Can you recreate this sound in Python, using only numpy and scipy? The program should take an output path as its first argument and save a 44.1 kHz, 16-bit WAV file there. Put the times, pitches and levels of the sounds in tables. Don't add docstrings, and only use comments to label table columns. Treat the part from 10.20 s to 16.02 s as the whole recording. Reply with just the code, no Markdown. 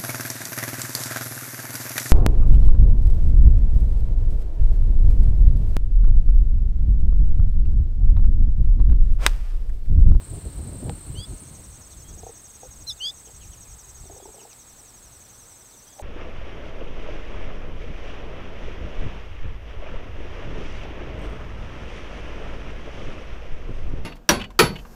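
import sys
import numpy as np
from scipy import signal
from scipy.fft import rfft, irfft
from scipy.io import wavfile
from scipy.ndimage import uniform_filter1d

SR = 44100
rng = np.random.default_rng(int(sys.argv[2]) if len(sys.argv) > 2 else 0)


def how_loud(loudness_db):
    steps = np.asarray(loudness_db, float) / 20
    return 10 ** steps


def waveform_to_disk(signal):
    frames = np.transpose(np.atleast_2d(signal))
    scaled = np.clip(frames, -1, 1) * 32767
    samples = np.round(scaled).astype(np.int16)
    wavfile.write(sys.argv[1], SR, samples)


N = 256662
T = np.arange(N) / SR


def evened(x):
    return x / np.sqrt(np.mean(x ** 2) + 1e-20)


def add(mix, s, sound):
    part = mix[round(s * SR):][:len(sound)]
    part += sound[:len(part)]


def curve(table):
    return how_loud(np.interp(T, *np.transpose(table)))


def slow(length, size):
    return evened(uniform_filter1d(uniform_filter1d(rng.standard_normal(length), size), size))


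def noise(shape, patchy_db, size):
    frames, hz = N // (size // 4) + 5, np.fft.rfftfreq(size, 1 / SR)
    a, b, patches = rng.standard_normal((frames, len(hz), 3)).T
    patches = uniform_filter1d(patches, size=5, axis=0)
    patches = evened(uniform_filter1d(patches, size=6, axis=1))
    f, db = np.transpose(shape)
    colour_db = np.interp(np.log(hz + 1), np.log(f + 1), db, left=-90, right=-90)
    z = (a + 1j * b) * how_loud(colour_db[:, None] + patchy_db * patches)
    return evened(signal.istft(z, nperseg=size, noverlap=size - size // 4)[1][:N])


def band(x, hz, width_hz):
    edges_hz = [hz - width_hz / 2, hz + width_hz / 2]
    return evened(signal.sosfilt(signal.butter(2, edges_hz, "band", fs=SR, output="sos"), x))


def phase(hz):
    return 2 * np.pi * np.cumsum(hz) / SR


def stroke(top_hz, rise_hz, lead_s, fall_hz, tail_s, shimmer):
    t = np.arange(-lead_s, tail_s, 1 / SR)
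    swell_s = [-lead_s, .004 - lead_s, 0.29 * tail_s, 0.73 * tail_s, tail_s]
    swell = np.interp(t, swell_s, [0.093, 0.77, 1, 0.47, 0.092])
    hz = top_hz - np.where(t < 0, rise_hz * (t / lead_s) ** 2, fall_hz * (t / tail_s) ** 2)
    return swell * shimmer[:len(t)] * np.sin(phase(hz))


def stroke_times(rows, per_s):
    s = np.transpose(rows)[0]
    turns = np.cumsum(np.round(np.diff(s, prepend=s[0]) * per_s))
    return np.interp(np.arange(turns[-1] + 1), turns, s)


def crowd(per_s=70):
    out = np.zeros(N)
    for when, tune, force in rng.random((round(per_s * N / SR), 3)):
        chirp = stroke(7500 + 1150 * tune, 130, 0.0055, 660, 0.0118, np.ones(2000))
        add(out, when * N / SR, how_loud(4.0 * force) * chirp)
    return evened(out)


FADE_S = (1.0, 1.76)
# time in seconds, level in dB.
CHORUS = [(0, -48), (.32, -53), (1.1, -50), (1.78, -54), (2.28, -52), (4.21, -53), (4.85, -54.5),
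          (5.32, -53), (5.82, -55.5)]
# frequency in Hz, level in dB.
NEAR_MEADOW = [(4000, -50), (6800, -23), (7750, 0.5), (8470, 1), (8780, 3.5), (9000, -20), (10000, -34),
               (13000, -72), (22000, -120)]
FAR_MEADOW = [(4000, -44), (6800, -2.5), (6890, -23), (7000, -11), (7500, 1.5), (8040, 4), (8550, 1.5),
              (9150, -17), (10000, -18), (13000, -20), (22000, -120)]
# start in seconds, end in seconds, level in dB.
FAINT = [
    (0, 1.1, -65),
    (4.3, 5.2, -73.5),
]


def chorus():
    second = np.interp(T, FADE_S, [0, 1])
    leader = 7
    beats = stroke_times((LOW_SONGS + HIGH_SONGS)[leader], STROKES_PER_S[leader])
    beat = np.interp(T, beats, np.arange(len(beats)))
    throb = how_loud(3.2 * np.cos(2 * np.pi * (beat - .5)))
    high = np.sqrt(1 - second) * evened(throb * noise(NEAR_MEADOW, 0.57, size=256))
    high += np.sqrt(second) * noise(FAR_MEADOW, 2.3, size=256)
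    high = evened(high + .55 * crowd())
    low = band(rng.standard_normal(N), 4220, 460)
    faint, fade_db_per_s = 0, 17
    for start_s, end_s, db in FAINT:
        outside_s = np.maximum(np.maximum(start_s - T, T - end_s), 0)
        faint = faint + how_loud(db - fade_db_per_s * outside_s)
    return curve(CHORUS) * high + faint * low


# frequency in Hz, density in dB per Hz.
BUFFET = [(10, -24), (22, -1), (40, 1), (62, 2.5), (100, -3), (150, -11), (200, -22.5), (260, -52)]
FLUTTER = [(110, -7), (140, -1), (220, -7.5), (330, -10.5), (500, -16.5), (800, -23.5), (1200, -44)]
# time in seconds, level in dB.
BREEZE = [(0, -46), (1.15, -46), (1.4, -42.5), (1.7, -52), (2.4, -56.5), (3, -57), (3.66, -54),
          (4.0, -52.5), (4.25, -62.5), (4.9, -54), (5.7, -62)]
# centre in seconds, half width in seconds, peak in dB, flutter relative to it in dB.
GUSTS = [(0, 0.063, -36, -15.5), (.145, 0.055, -28.5, -10), (.27, 0.036, -31.5, -6),
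         (0.391, 0.065, -30.5, -11), (.46, 0.08, -41, 1), (.54, 0.11, -34.5, -4.5), (.59, 0.021, -37, -3.5),
         (0.662, 0.058, -32.5, -1), (.74, 0.054, -32.5, -11.5), (.87, 0.032, -36, -11),
         (.92, 0.052, -32.5, -10), (.99, 0.05, -32.5, -11), (1.116, 0.044, -32, -8),
         (1.23, 0.028, -41, -11), (1.79, 0.047, -44, -11), (1.97, 0.16, -42, -8),
         (2.49, 0.03, -43.5, -14.5), (2.6, 0.064, -42.5, -11), (2.72, 0.049, -48, -21),
         (2.92, .04, -54.5, -10), (3.23, 0.13, -43, -15.5), (3.4, 0.064, -46.5, -19),
         (3.52, 0.059, -42.5, -28), (3.82, 0.045, -41, -17), (3.9, .1, -49, -14)]


def wind():
    lumps = how_loud(2.1 * evened(uniform_filter1d(rng.standard_normal(N), size=900)))
    buffet = noise(BUFFET, 1.5, size=4096)
    deep = signal.sosfilt(signal.butter(1, 45, fs=SR, output="sos"), buffet)
    buffet = buffet - np.interp(T, FADE_S, [.6, 0]) * deep
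    flutter = evened(lumps * noise(FLUTTER, 2.04, size=1024))
    flutter_db, flutter_dies_db_per_s = -1, 4
    push = curve(BREEZE)
    shake = push * how_loud(flutter_db - flutter_dies_db_per_s * T)
    for s, half_s, db, gust_flutter_db in GUSTS:
        bell = how_loud(db) * np.exp(-((T - s) / half_s) ** 2)
        push = np.maximum(push, bell)
        shake = np.maximum(shake, how_loud(gust_flutter_db) * bell)
    return push * buffet + shake * flutter


# frequency in Hz, density in dB per Hz.
AIR = [(88, -35), (150, 0.5), (993, -3.5), (2960, -12.5), (3740, -9), (4720, -12), (5740, -11), (6970, -11),
       (7990, -5.5), (9710, -13.5), (15800, -12)]
RUSTLE = [(900, 8.5), (2000, 1.5), (3000, 2.5), (3700, -4), (5500, -8)]
# frequency in Hz, level in dB.
HUMS = [
    (120, -66),
    (1261, -75.5),
    (2523, -80.5),
    (3661, -77.5),
    (4253, -87),
]


def air():
    air_db, rustle_db = -57, -60.5
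    drift = 1 + 0.00199 * slow(N, size=4000)
    hums = sum(np.sqrt(2) * how_loud(db) * np.sin(phase(hz * drift)) for hz, db in HUMS)
    leaves = how_loud(rustle_db) * np.sqrt(np.interp(T, FADE_S, [1, 0])) * noise(RUSTLE, 0.89, size=1024)
    return how_loud(air_db + 3) * noise(AIR, 0.88, size=1024) + leaves + hums


# top pitch in Hz, pitch rise in Hz, lead-in in seconds, pitch fall in Hz, tail in seconds.
WINGS = [(6573, 60, .015, 930, 0.0212), (6610, 350, .0091, 1120, 0.0172), (5956, 457, .014, 1250, .02),
         (6220, 160, 0.01, 750, 0.015), (6050, 150, .0082, 660, 0.0136), (7750, 290, 0.008, 760, 0.0157),
         (8180, 190, .009, 500, 0.018), (8630, 125, .008, 800, 0.0125), (8735, 140, .008, 780, 0.012),
         (8090, 390, 0.0098, 1030, 0.0114)]
STROKES_PER_S = [11.2, 18.6, 11.1, 18.9, 13.5, 17, 17.7, 17.85, 17.9, 9.1]
# time in seconds, peak in dB.
LOW_SONGS = [
    [(1.095, -54), (2.166, -47.5), (2.883, -48.5), (5.017, -48.5), (6.078, -55)],
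    [(1.131, -51), (1.778, -46), (2.619, -45), (3.059, -47.5), (3.697, -45.5), (3.917, -45), (4.144, -56)],
    [(1.086, -59), (1.446, -50.5), (2.532, -50.5), (2.889, -50), (4.505, -49.5), (5.052, -50.5),
     (5.765, -52)],
    [(4.889, -73), (5.102, -51.5), (5.518, -52), (5.734, -48.5), (5.95, -59)],
    [(4.932, -52), (5.25, -58), (5.545, -55), (5.815, -56)],
]
HIGH_SONGS = [
    [(1.35, -53), (2.058, -51), (2.532, -65), (2.765, -51), (4.178, -50.5), (5.819, -54)],
    [(1.545, -49.5), (2.238, -47.5), (3.165, -51.5), (4.097, -49.5), (4.528, -59), (4.968, -53),
     (5.811, -60)],
    [(.024, -47.5), (.475, -39.5), (1.148, -43), (1.371, -46.5), (1.822, -58)],
    [(.048, -46), (.72, -42), (1.165, -47), (1.387, -47), (1.836, -59)],
    [(.04, -47), (.484, -41.5), (.921, -45), (1.36, -65), (1.8, -52)],
]
# time in seconds, top pitch in Hz, peak in dB.
STRAYS = [(4.178, 6400, -57), (4.305, 6100, -56), (4.423, 6400, -53), (4.437, 6350, -57),
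          (4.535, 6300, -54), (5.604, 6100, -53), (5.783, 6420, -54)]


def crickets():
    out = np.zeros(N + SR)
    for (top_hz, *arch), per_s, rows in zip(WINGS, STROKES_PER_S, LOW_SONGS + HIGH_SONGS):
        times = stroke_times(rows, per_s)
        chance = rng.standard_normal((len(times), 2))
        shimmer = rng.standard_normal((len(times), 2000))
        shimmer = 1 + 2.6 * uniform_filter1d(shimmer, size=120, axis=1)
        for s, (tune, force), glint in zip(times, chance, shimmer):
            db = np.interp(s, *np.transpose(rows)) + 0.47 * force
            add(out, max(s - arch[1], 0), how_loud(db) * stroke(top_hz + 25 * tune, *arch, glint))
    _, *stray_arch = WINGS[3]
    for s, top_hz, db in STRAYS:
        add(out, s - stray_arch[1], how_loud(db) * stroke(top_hz, *stray_arch, np.ones(2000)))
    out = out[:N]
    return out + 0.15 * np.roll(out, round(0.012 * SR))


# start in seconds, length in seconds, centre in Hz, level in dB.
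RASPS = [(0.037, 0.047, 9400, -63), (0.128, 0.048, 9100, -51), (.335, 0.063, 9500, -63),
         (.64, 0.064, 9400, -63), (0.84, 0.047, 9100, -53), (0.973, 0.054, 9500, -64),
         (1.194, 0.049, 8900, -47.5), (1.296, .05, 9450, -63)]


def katydid():
    out = np.zeros(N)
    for s, length_s, hz, db in RASPS:
        t = np.arange(0, length_s, 1 / SR)
        clicks = 0.32 + np.exp(-(t * 125 % 1) / 0.41)
        teeth = clicks * rng.standard_normal(9000)[:len(t)]
        add(out, s, how_loud(db) * band(teeth, hz, 500) * signal.windows.tukey(len(t), .3))
    return out


# time in seconds, peak in dB, pitch in Hz.
SLAPS = [(.115, -26, 90), (.137, -27.5, 80), (.267, -22, 84), (.38, -24, 59.7), (0.399, -26, 65),
         (0.434, -26.5, 143), (0.658, -24.5, 105), (0.696, -20.5, 119), (0.756, -29, 65.5),
         (.905, -24.5, 110), (0.99, -24.5, 96), (1.115, -23, 94)]


def slaps():
    out = np.zeros(N)
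    for s, db, hz in SLAPS:
        cycles = np.arange(-1.5, 1.5, hz / SR)
        swing = np.exp(-(cycles / 0.58) ** 2) * np.cos(2 * np.pi * (cycles + 0.11))
        add(out, s - 1.51 / hz, -how_loud(db) * swing)
    return out


# time in seconds, peak in dB, low mode relative in dB, low mode in Hz, t60 in seconds.
KNOCKS = [(.695, -21.5, -1.5, 484, 0.038), (1.996, -50, 1, 470, 0.055), (2.028, -38, -5, 450, .03),
          (2.032, -30, -5, 440, 0.043), (2.065, -24.5, -7, 484, 0.042), (2.077, -42, -1, 430, 0.027),
          (2.092, -34.5, 4, 483, 0.049), (2.431, -30.5, -3, 492, 0.042), (2.441, -48, 10.5, 491, .06),
          (2.451, -48, 12, 498, 0.055), (3.071, -41.5, 3.5, 460, 0.035), (3.085, -46, 4, 500, .035),
          (3.095, -42, -8, 400, 0.038), (5.764, -42, -22, 520, .037), (5.783, -36.5, -19, 579, 0.074),
          (5.792, -39, -10, 560, 0.032), (5.796, -24, -6, 560, 0.036), (5.804, -32, -3, 520, 0.034),
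          (5.809, -41.5, 7, 370, 0.029)]
# time in seconds, peak in dB, low mode relative in dB, low mode in Hz,
# upper-mode pitch as a ratio to usual.
RATTLE = [(3.836, -46, -6, 540, 1.05), (3.853, -43.5, 4, 385, .98), (3.897, -34, -5, 354, 0.96),
          (3.909, -40, 3, 437, 1), (3.923, -42, 1, 406, 0.97), (3.944, -43.5, 4, 400, 1.2),
          (3.962, -37.5, -1, 507, .98), (3.978, -41, -1, 400, 1.1), (3.999, -37.5, -6, 534, 1.07),
          (4.023, -44, 6, 382, 0.91), (4.054, -32.5, -2, 370, 1.1), (4.074, -47, 7, 447, 0.72),
          (4.087, -39.5, 1.5, 420, 1.08), (4.1, -49, 2, 400, 1.04), (4.141, -40.5, -1, 580, 1),
          (4.16, -43.5, 0, 430, 0.85), (4.18, -37.5, -4, 460, 1.02), (4.198, -51, 6, 400, 0.85),
          (4.214, -39.5, -7, 380, 1.1), (4.228, -50, 7, 420, 0.94), (4.25, -35, -9, 487, 1.02),
          (4.271, -50, 3, 475, .97)]
# pitch in Hz, level in dB, share of the ring time.
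WOOD = [(660, -0.5, 0.61), (785, -0.5, 0.9), (878, -9, 0.76)]
# time in seconds, peak in dB, centre in Hz.
TICKS = [
    (0.6956, -23, 2890),
    (2.028, -41, 4860),
    (4.1795, -44, 4700),
    (4.331, -33.5, 5200),
    (5.78, -48, 1500),
    (5.7939, -34, 2800),
]


def perch():
    out, t = np.zeros(N), np.arange(round(.08 * SR)) / SR
    rattle_t60_s = 0.053
    taps = [(s, db, low_db, hz, rattle_t60_s, wood) for s, db, low_db, hz, wood in RATTLE]
    hits = sorted([(*knock, 1) for knock in KNOCKS] + taps)
    chance = rng.random((len(hits), len(WOOD) + 2, 2))
    for (s, db, low_db, low_hz, t60_s, wood), draws in zip(hits, chance):
        modes = [(wood * hz, d - 4.5, .002, share * t60_s) for hz, d, share in WOOD]
        modes += [(low_hz, low_db + 3.0, .004, t60_s), (0.792 * low_hz, low_db - 9.0, .004, t60_s)]
        for (hz, mode_db, rise_s, ring_s), (tune, turn) in zip(modes, draws):
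            cycles = hz * (0.945 + 0.088 * tune) * (t - .0025) + 0.21 + 0.49 * (turn - .5)
            ring = np.sin(2 * np.pi * cycles) * how_loud(-60 * t / max(ring_s, .01))
            add(out, s, how_loud(db + mode_db) * (1 - np.exp(-(t / rise_s) ** 2)) * ring)
    for s, db, hz in TICKS:
        width_hz = 1.6 * min(hz, 3000)
        step = np.exp(-np.arange(400) / 0.32)
        snap = band(band(band(step, hz, width_hz), hz, width_hz), hz, 1.15 * width_hz)
        add(out, s, how_loud(db) * snap / abs(snap).max())
    return out


# time in seconds, pitch in Hz, level in dB.
LOWER = [
    [(.946, 2730, -62), (.954, 2900, -49.5), (.975, 3090, -44.5), (.995, 3220, -42), (1.023, 3390, -44.5),
     (1.048, 3410, -42), (1.054, 3620, -54), (1.061, 3800, -61)],
    [(2.798, 2720, -50), (2.81, 2926, -34), (2.832, 3134, -30.5), (2.85, 3210, -28.5), (2.88, 3440, -29),
     (2.9, 3475, -33), (2.906, 3630, -36.5), (2.913, 3920, -53)],
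    [(2.663, 3810, -64), (2.67, 4030, -43), (2.678, 4180, -34.5), (2.697, 3990, -30), (2.708, 3545, -32.5),
     (2.72, 3490, -37), (2.727, 3820, -45), (2.732, 3800, -60)],
]
UPPER = [
    [(.968, 4500, -56), (.983, 4460, -49), (.997, 4600, -45.5), (1.025, 4830, -49), (1.045, 4840, -47.5),
     (1.051, 5200, -51), (1.057, 5450, -73)],
    [(2.809, 4270, -52), (2.822, 4560, -46), (2.838, 4520, -41), (2.853, 4740, -36), (2.875, 4900, -36.5),
     (2.903, 4980, -44), (2.912, 5180, -50)],
    [(2.667, 5000, -66), (2.674, 5460, -52), (2.68, 5870, -41), (2.696, 5680, -34.5), (2.713, 5100, -37),
     (2.721, 4930, -44), (2.729, 5300, -48)],
]
MIXES = [(2, 0), (1, 1), (3, 0), (0, 2), (2, 1)]
# one call, dB of each mix under the lower voice.
OVERTONES = [(-11, -38, -40, -45, -40), (-14, -35, -33, -50, -32), (-25, -22, -21, -30, -38)]
# upper-voice pitch wobble in Hz, breath in dB.
HOARSE = [(18, -32), (42, -32), (28, -33)]


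def finch():
    out = np.zeros(N)
    for lower, upper, mix_db, (wobble_hz, breath_db) in zip(LOWER, UPPER, OVERTONES, HOARSE):
        (s, hz, db), (s2, hz2, db2) = np.transpose(lower), np.transpose(upper)
        t = np.arange(s[0], s[-1], 1 / SR)
        wobble, tremble, flutter = (slow(7000, size=70)[:len(t)] for _ in range(3))
        lo_hz, hi_hz = np.interp(t, s, hz), np.interp(t, s2, hz2)
        low = phase(lo_hz + 0.14 * wobble_hz * tremble)
        high = phase(hi_hz + wobble_hz * wobble)
        rasp = 1 + wobble_hz / 130 * slow(7000, size=55)[:len(t)]
        joins = np.interp(t, [s2[0], s2[0] + .004, s2[-1] - .004, s2[-1]], [0, 1, 1, 0])
        mixed = np.zeros(len(t))
        for (m, n), d in zip(MIXES, mix_db):
            swallowed_db = 10 * np.exp(-((m * lo_hz + n * hi_hz - 6950) / 330) ** 2)
            mixed += how_loud(d - swallowed_db) * np.sin(m * low + n * high) * (joins if n else 1)
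        lower_db = np.interp(t, s, db)
        mixed *= how_loud(0.28 * (lower_db - db.max()))
        breath = how_loud(breath_db) * band(rng.standard_normal(7000), 3200, 4900)[:len(t)]
        call = how_loud(lower_db + 0.71 * flutter) * (np.sin(low) + mixed + breath)
        call += how_loud(np.interp(t, s2, db2) + 0.76 * tremble) * joins * rasp * np.sin(high)
        add(out, s[0], np.sqrt(2) * call * signal.windows.tukey(len(t), .05))
    return out + how_loud(-21) * np.roll(out, round(0.012 * SR))


# start in seconds, level in dB.
SWOOPS = [(1.689, -60), (2.742, -62), (3.817, -64), (5.495, -64)]
# length in seconds, start pitch in Hz, end pitch in Hz.
SWOOP = (0.073, 4600, 3500)
# start in seconds, length in seconds,
# start pitch in Hz, level in dB.
CHIPS = [(3.05, 0.04, 3550, -64), (3.065, 0.025, 3600, -61), (3.194, 0.044, 3500, -61),
         (3.205, 0.048, 3540, -58.5), (3.203, 0.034, 4600, -64), (3.218, .025, 4650, -66),
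         (3.312, 0.047, 3460, -62), (3.324, 0.028, 3520, -61), (3.444, 0.036, 2780, -65),
         (3.455, .033, 2740, -64), (4.184, 0.034, 3300, -58), (4.198, 0.042, 3190, -64),
         (4.2, .026, 6050, -63), (4.218, .025, 5550, -60), (4.313, 0.034, 2850, -64),
         (4.295, .04, 3080, -61), (4.314, .024, 5500, -63)]
WHISTLES = [(1.828, 0.1, 3140, -62), (3.992, .062, 3270, -63.5), (5.652, .104, 3150, -63),
            (5.668, 0.07, 4690, -68), (3.995, .045, 4735, -70)]
# delay in seconds, level in dB.
ECHOES = [(.005, -14), (.013, -13), (.019, -18), (.03, -17)]


def far_birds():
    out = np.zeros(N)
    chip_octaves_per_s, whistle_octaves_per_s = -15.5, 1.35
    slides = [(s, *SWOOP, db, True) for s, db in SWOOPS]
    for calls, speed in (CHIPS, chip_octaves_per_s), (WHISTLES, whistle_octaves_per_s):
        for s, length_s, hz, db in calls:
            slides.append((s, length_s, hz, hz * 2 ** (speed * length_s), db, False))
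    for s, length_s, from_hz, to_hz, db, level_ends in slides:
        u = np.linspace(0, 1, round(length_s * SR))
        if level_ends:
            u = (1 - np.cos(np.pi * np.clip(2.0 * u - .36, 0, 1))) / 2
        elif to_hz < from_hz:
            u = u ** 1.25
        tone = np.sin(phase(from_hz + (to_hz - from_hz) * u))
        add(out, s, np.sqrt(2) * how_loud(db) * tone * signal.windows.tukey(len(u), .55))
    out = out * how_loud(1.8 * slow(N, size=60) - .8)
    return out + sum(how_loud(db) * np.roll(out, round(s * SR)) for s, db in ECHOES)


def scene():
    mono = chorus() + wind() + air() + crickets() + katydid() + slaps() + perch() + finch() + far_birds()
    return np.array([mono, mono])


# block start in seconds, from Hz, to Hz.
SLIPS = [(1.62, 4150, 7580), (1.62, 8950, 11710), (1.782, 5170, 6890), (3.361, 6890, 8270),
         (3.361, 14470, 15850), (4.568, 6200, 7580), (4.568, 8270, 9650), (4.568, 11030, 12400),
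         (5.335, 4480, 6200), (5.335, 8950, 10340), (5.335, 13090, 15160), (5.59, 9650, 11030),
         (5.59, 11710, 13090)]


def slipped(dry):
    out, hz = dry.copy(), np.fft.rfftfreq(2048, 1 / SR)
    window = signal.windows.kaiser_bessel_derived(2048, 4 * np.pi)
    for s, lo_hz, hi_hz in SLIPS:
        at = 764 + 1024 * round((s * SR - 764) / 1024)
        z = rfft(dry[:, at:at + len(window)] * window)
        loud = np.sqrt(uniform_filter1d(abs(z) ** 2, size=32, axis=1))
        fresh = loud * (rng.standard_normal(z.shape) + 1j * rng.standard_normal(z.shape))
        out[:, at:at + len(window)] += window * irfft((fresh - z) * (hz > lo_hz) * (hz < hi_hz))
    return out


def top_cut(x):
    return signal.sosfilt(signal.butter(12, 15720, fs=SR, output="sos"), x)


def record(dry):
    mix = slipped(dry)
    return top_cut(mix)


dry = scene()
out = record(dry)
waveform_to_disk(out)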